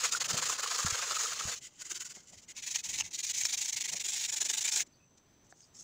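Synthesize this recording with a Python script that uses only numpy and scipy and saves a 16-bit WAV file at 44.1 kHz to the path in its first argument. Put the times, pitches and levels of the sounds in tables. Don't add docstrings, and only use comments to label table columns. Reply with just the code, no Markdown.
import sys
import numpy as np
from scipy import signal
from scipy.fft import rfft, irfft
from scipy.io import wavfile

SR = 44100
rng = np.random.default_rng(int(sys.argv[2]) if len(sys.argv) > 2 else 0)


def pcm_store(signal):
    levels = np.round(np.clip(np.atleast_2d(signal), -1, 1) * 32767)
    wavfile.write(sys.argv[1], SR, levels.astype(np.int16).T)


N = 257103
TIME = np.arange(N) / SR

# centre in Hz, width in Hz, relative level in dB.
FLAT_BACK = [(488, 107, -6), (795, 69, -9), (1082, 57, -1), (1271, 134, 4), (1760, 490, -5),
             (1670, 760, -2), (2860, 1200, -3), (4160, 340, -3.5), (4910, 1400, -0.5), (6500, 1130, 3.5)]
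SOAPY_BACK = [(344, 59, -7), (1010, 120, -14), (1505, 160, -2.5), (2040, 220, 4.5), (2950, 370, 4),
              (5250, 1700, 4), (6890, 980, 11.5)]
RIM = [(452, 190, -26.5), (916, 140, -12), (2225, 600, -4.5), (3450, 1200, -12), (4030, 990, -6),
       (6180, 1020, 1), (6730, 1000, -3)]
CORNER = [(370, 123, -13), (745, 140, -15.5), (865, 150, -9.5), (1697.6, 220, -5.5), (2340, 630, 1),
          (3680, 690, 2.5), (4170, 1300, -28), (5760, 1040, 7), (7230, 820, 8.5)]
FAR_EDGE = [(1200, 820, -18), (3750, 260, -22), (5700, 620, -2), (6600, 330, 4), (7600, 360, 2),
            (8000, 410, -3)]
# start in seconds, resonances of the spot.
SPOTS = [(0, FLAT_BACK), (1.6, SOAPY_BACK), (2.545, RIM), (3.99, CORNER), (5.4, FAR_EDGE)]


def undb(db):
    return 10 ** (np.asarray(db) / 20)


def unit(x):
    return x / np.sqrt(np.mean(x ** 2) + 1e-20)


def peak(x, db):
    return x * undb(db) / (np.abs(x).max() + 1e-20)


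def colour(x, points, size=4096):
    hz, db = np.transpose(points)
    grid = np.fft.rfftfreq(size, 1 / SR) + 1
    response_db = np.interp(np.log(grid), np.log(hz), db)
    cepstrum = irfft(np.log(undb(response_db)))
    cepstrum[1:size // 2] *= 2
    cepstrum[size // 2 + 1:] = 0
    impulse = irfft(np.exp(rfft(cepstrum)))
    return signal.fftconvolve(x, impulse)[:len(x)]


def ring(x, modes):
    out = 0
    for k, (hz, width, db) in enumerate(modes):
        b, a = signal.iirpeak(hz, hz / width, fs=SR)
        out = out + (-1) ** k * undb(db) * signal.lfilter(b, a, x)
    return out


def walk(rate):
    knots = rng.standard_normal(N // 8)
    return 1.2 * np.interp(TIME * rate, np.arange(len(knots)), knots)


def swell(t, middle, length, steep):
    return np.exp(-np.abs(2 * (t - middle) / length) ** steep)


def add(out, s, x):
    start = int(s * SR)
    out[start:start + len(x)] += x[:N - start]


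def tap(decay_s, size=4096):
    return rng.standard_normal(size) * np.exp(-np.arange(size) / SR / decay_s)


def narrow_band(hz, width):
    mode = [(hz, width, 0)]
    return unit(ring(ring(rng.standard_normal(N), mode), mode))


def slips(rate, scatter_db, size=N):
    clicks = (rng.random(size) < rate / SR) * rng.choice([-1, 1], size)
    strength_db = scatter_db * np.clip(rng.standard_normal(size), -2, 2)
    return unit(clicks * undb(strength_db))


def rubbed(bristles, modes, drift, scatter_db):
    chance = np.clip(rng.standard_normal((len(modes), 2)), -2, 2)
    out = 0
    for force, (hz, width, db), (shift, strength) in zip(bristles, modes, chance):
        out = out + ring(force, [(hz * (1 + drift * shift), width, db + scatter_db * strength)])
    return out


def glance(x, gain_db, farthest_s, count=4):
    response = np.zeros(SR // 50)
    response[0] = 1
    for reach in rng.uniform(.15, 1, count):
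        response[int(reach * farthest_s * SR)] += undb(gain_db)
    return signal.fftconvolve(x, response)[:len(x)]


def strokes():
    # start in seconds, end in seconds, number of strokes,
    # share of each stroke in contact, accent in dB (raises the first and every other stroke, lowers
    # the rest), nominal level of the hollow in dB relative to the bristles.
    runs = [(-.002, 0.105, 3, 0.93, -2.5, -7), (0.114, 0.187, 2, 0.92, 0, -10),
            (0.198, 0.275, 2, 0.72, 2, -9), (0.281, 0.454, 4, 0.8, 1, -7.5),
            (0.451, 0.547, 3, 0.88, -.5, -6.5), (0.536, 0.618, 2, 0.78, -2, -5),
            (0.622, 0.932, 8, 0.94, 1.5, -5), (0.929, 1.136, 5, 1, 1, -4.5),
            (1.143, 1.551, 10, 0.98, 0.7, -7.5), (1.791, 1.99, 4, 0.72, 1.5, -11.5),
            (1.994, 2.183, 4, 0.74, 1.5, -14), (2.159, 2.276, 2, 1, 1, -13),
            (2.27, 2.46, 4, 0.79, 1.5, -24), (2.62, 2.818, 5, 0.81, -1.5, -27),
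            (2.836, 3.021, 4, 0.83, 0, -25.5), (3.128, 3.221, 2, 0.76, 0, -32),
            (3.23, 3.322, 3, 0.94, 3, -34), (3.336, 3.401, 2, 0.98, -1.5, -31),
            (3.4, 3.56, 4, 0.79, -2, -27.5), (3.569, 3.712, 4, 0.84, -1, -25),
            (3.718, 4.03, 8, 0.73, -0.5, -26), (4.04, 4.268, 6, 0.93, 0, -22.5),
            (4.273, 4.566, 7, 0.72, -1, -17.5), (4.568, 4.706, 4, 0.79, 0, -17.5),
            (4.716, 4.828, 3, 1, 0, -17.5)]
    # time in seconds, nominal bristle level in dB.
    pressure = [(0, -33), (.2, -33.5), (.53, -33), (.565, -41.5), (.62, -36.5), (.82, -34), (1.1, -37.5),
                (1.2, -33), (1.36, -40), (1.53, -37.5), (1.84, -46.5), (1.95, -37.5), (2.16, -50),
                (2.21, -69), (2.25, -65.5), (2.31, -53), (2.44, -58.5), (2.63, -41), (2.75, -35.5),
                (2.8, -40.5), (3.0, -34), (3.16, -39.5), (3.42, -33), (3.97, -36.5), (4.42, -32.5),
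                (4.81, -31)]
    # middle in seconds, length in seconds,
    # nominal bristle level in dB.
    touches = [(1.574, 0.038, -47.5), (1.651, 0.064, -48), (1.813, 0.22, -64), (2.504, 0.039, -48),
               (2.584, 0.048, -44.5), (3.061, 0.056, -47), (3.118, 0.018, -48.5), (4.871, 0.017, -64),
               (5.181, 0.015, -64.5), (5.46, .039, -73), (5.51, 0.029, -63.5), (5.623, 0.12, -65.5),
               (5.774, 0.055, -55), (5.813, 0.045, -51.5)]
    scatter_db, jitter_s = .5, .0006
    hollow_follows = 1
    touch_hollow_db = -22
    rows = []
    for start, end, number, contact, accent_db, hollow_db in runs:
        count = int(round(number))
        period = (end - start) / count
        for k, (late, strong) in enumerate(rng.standard_normal((count, 2))):
            middle = start + (k + .5) * period + jitter_s * late
            push_db = (-1) ** k * accent_db + scatter_db * strong
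            db = np.interp(middle, *np.transpose(pressure)) + push_db
            rows.append((middle, contact * period, db, db + hollow_db + hollow_follows * push_db))
    for middle, length, db in touches:
        rows.append((middle, length, db, db + touch_hollow_db))
    return rows


def brush():
    # frequency in Hz, level in dB.
    slip_colour = [(200, -31), (1200, -23), (2100, -6.5), (4000, 0.5), (5500, -13.5), (6700, 13.5),
                   (7600, 8.5), (8500, 4), (11000, 0.5), (16000, -6)]
    hollow_top_hz = 1700
    sag_depth_db = 3.5
    tufts = unit(undb(1.64 * np.clip(walk(700), -2, 2) + 1.0 * walk(130)))
    hiss = unit(colour(tufts * slips(rate=11000, scatter_db=7.0), slip_colour))
    bristles = np.array([tufts * slips(rate=9000, scatter_db=5.0) for _ in FLAT_BACK])
    hollow_band = signal.butter(2, [330, 1900], "bandpass", fs=SR, output="sos")
    wall_band = signal.butter(4, 1650, "highpass", fs=SR, output="sos")
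    out = np.zeros(N)
    for middle, length, db, hollow_db in strokes():
        span = slice(*np.searchsorted(TIME, [middle - 2 * length, middle + 2 * length]))
        t = TIME[span]
        modes = [spot_modes for s, spot_modes in SPOTS if s <= middle][-1]
        wall_modes = [m for m in modes if m[0] > hollow_top_hz]
        hollow_modes = [m for m in modes if m[0] <= hollow_top_hz]

        wall = rubbed(bristles[:, span], wall_modes, drift=0.016, scatter_db=2.0)
        hiss_db = min(-2.5, 0.5 + 0.6 * (db + 32))
        scrub = unit(signal.sosfilt(wall_band, wall)) + undb(hiss_db) * hiss[span]
        scrub = unit(glance(scrub, gain_db=-13.5, farthest_s=.005))
        sag_db = sag_depth_db * (t - middle) / length
        out[span] += undb(db + 0.48 - sag_db) * swell(t, middle, length, steep=3.22) * scrub

        hollow = rubbed(bristles[::-1, span], hollow_modes, drift=0.0095, scatter_db=1.0)
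        hollow = signal.sosfilt(hollow_band, hollow)
        hollow = unit(glance(hollow, gain_db=-12.5, farthest_s=0.00707))
        press = swell(t, middle, .8 * length, steep=1.7)
        out[span] += undb(hollow_db - 0.64) * press * hollow
    return out


def background():
    # frequency in Hz, level in dB.
    air_colour = [(20, -8), (50, -1.5), (85, 3), (160, 1.5), (280, -1), (450, -5.5), (1000, -10.5),
                  (2200, -15.5), (5000, -17.5), (7700, -31), (9000, -31.5), (13500, -34), (15200, -23)]
    # centre in Hz, width of one filter pass in Hz,
    # middle level in dB.
    murmur_bands = [(94, 170, -82.5), (136, 95, -84), (290, 180, -84.5)]
    # centre in Hz, width of one filter pass in Hz, relative level in dB.
    whistle_bands = [(6080, 270, 2.5), (7670, 370, -7.5)]
    # middle in seconds, length in seconds, level in dB, centre in Hz,
    # width of one filter pass in Hz.
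    chirp_rows = [(4.95, 0.041, -72, 4600, 395), (5.028, 0.06, -72.5, 2590, 100),
                  (5.639, 0.035, -65, 4850, 451)]
    air = unit(colour(rng.standard_normal(N), air_colour)) * undb(1.0 * walk(16))
    out = undb(-68) * air
    for hz, width, db in murmur_bands:
        wander_db = 7.3 * np.clip(walk(16), -2, 2)
        out += undb(db + wander_db) * narrow_band(hz, width)
    for hz, width, db in whistle_bands:
        out += undb(db - 75.5) * narrow_band(hz, width)
    for s, length, db, hz, width in chirp_rows:
        out += undb(db) * swell(TIME, s, length, steep=5.6) * narrow_band(hz, width)
    return out


def squelches():
    # start in seconds, peak in dB, pitch in Hz.
    squelch_rows = [(0.0442, -29.5, 1257), (0.1485, -26, 1427), (0.424, -35, 990), (0.4973, -31, 1130),
                    (0.66, -32.5, 1130), (1.1096, -33.5, 1234), (1.1672, -31, 1270), (1.257, -32, 1280),
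                    (1.324, -34.5, 1300), (1.409, -36, 1300)]
    out = np.zeros(N)
    t = TIME[:SR // 20]
    for s, db, hz in squelch_rows:
        add(out, s, peak(t * np.exp(-t / 0.002) * np.sin(2 * np.pi * hz * t), db))
    return out


def hand():
    # start in seconds, peak in dB, pitch in Hz, decay in seconds.
    bumps = [(0.335, -39.5, 129, 0.004), (0.847, -30, 140, 0.0023), (0.856, -41, 86, 0.0084),
             (0.923, -41.5, 95.5, 0.0044), (1.453, -37, 112, 0.0022), (1.466, -46.5, 89, 0.0076)]
    # middle in seconds, length in seconds, level in dB.
    grips = [(0.346, 0.087, -45), (1.478, 0.035, -52), (2.172, 0.0072, -52), (2.335, 0.0099, -55.5),
             (3.942, 0.032, -51.5), (4.827, 0.014, -62), (5.15, 0.033, -71), (5.294, 0.033, -87)]
    # frequency in Hz, level in dB.
    grip_colour = [(25, -22), (80, -10.5), (160, 5.5), (300, -5), (600, 1.5), (1200, -9.5), (4000, -72)]
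    grip = sum(undb(db) * swell(TIME, s, length, steep=0.67) for s, length, db in grips)
    out = grip * unit(colour(rng.standard_normal(N), grip_colour))
    rumble = unit(ring(rng.standard_normal(N), [(65, 96, 0)]))
    out += undb(-63) * swell(TIME, middle=2.97, length=.22, steep=8.5) * rumble
    t = TIME[:SR // 5]
    for s, db, hz, decay_s in bumps:
        add(out, s, peak(-t * np.exp(-t / decay_s) * np.sin(2 * np.pi * hz * t), db))
    return out


def snaps():
    # start in seconds, peak of the tick in dB, peak of the knock in dB relative to the tick.
    snap_rows = [(1.916, -27, -18), (2.7588, -19, -24), (2.987, -23, -14), (3.002, -31, 0),
                 (3.0078, -20, -6), (3.0205, -35, 0), (3.435, -22, -24), (3.453, -19, -22),
                 (4.499, -22, -20), (4.689, -22, -18), (4.805, -18, -20), (5.6055, -49, -24)]
    # centre in Hz, width in Hz, relative level in dB.
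    tick_modes = [(2500, 1500, 1), (5450, 160, 12.5), (5960, 930, -2), (6390, 200, 22.5)]
    knock_modes = [(860, 110, -7), (1250, 300, -17), (1750, 350, -11), (2850, 330, 0)]
    out = np.zeros(N)
    for s, db, knock_db in snap_rows:
        tick = ring(tap(decay_s=0.001), tick_modes)
        knock = ring(tap(decay_s=0.0027), knock_modes)
        add(out, s, peak(tick, db) + peak(knock, db + knock_db))
    return out


def drop():
    # centre in Hz, width in Hz, relative level in dB.
    drop_modes = [(377, 140, -1), (754, 130, 1), (1389, 200, -5), (1739, 200, -5), (4500, 1500, -24)]
    out = np.zeros(N)
    plop = ring(tap(decay_s=0.001), drop_modes)
    add(out, 5.5245, peak(plop, db=-43))
    return out


def scene():
    # frequency in Hz, gain in dB.
    mic_response = [(20, 2), (7300, 1.5), (8200, -3.5), (10000, -6.5), (12000, -12.5), (13700, -11),
                    (14700, -0.5), (16000, 1)]
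    close = brush() + squelches() + hand() + snaps() + drop()
    return (colour(close, mic_response) + background())[None]


def record(dry):
    return signal.sosfilt(signal.ellip(10, .2, 80, 15550, fs=SR, output="sos"), dry)


dry = scene()
out = record(dry)
pcm_store(out)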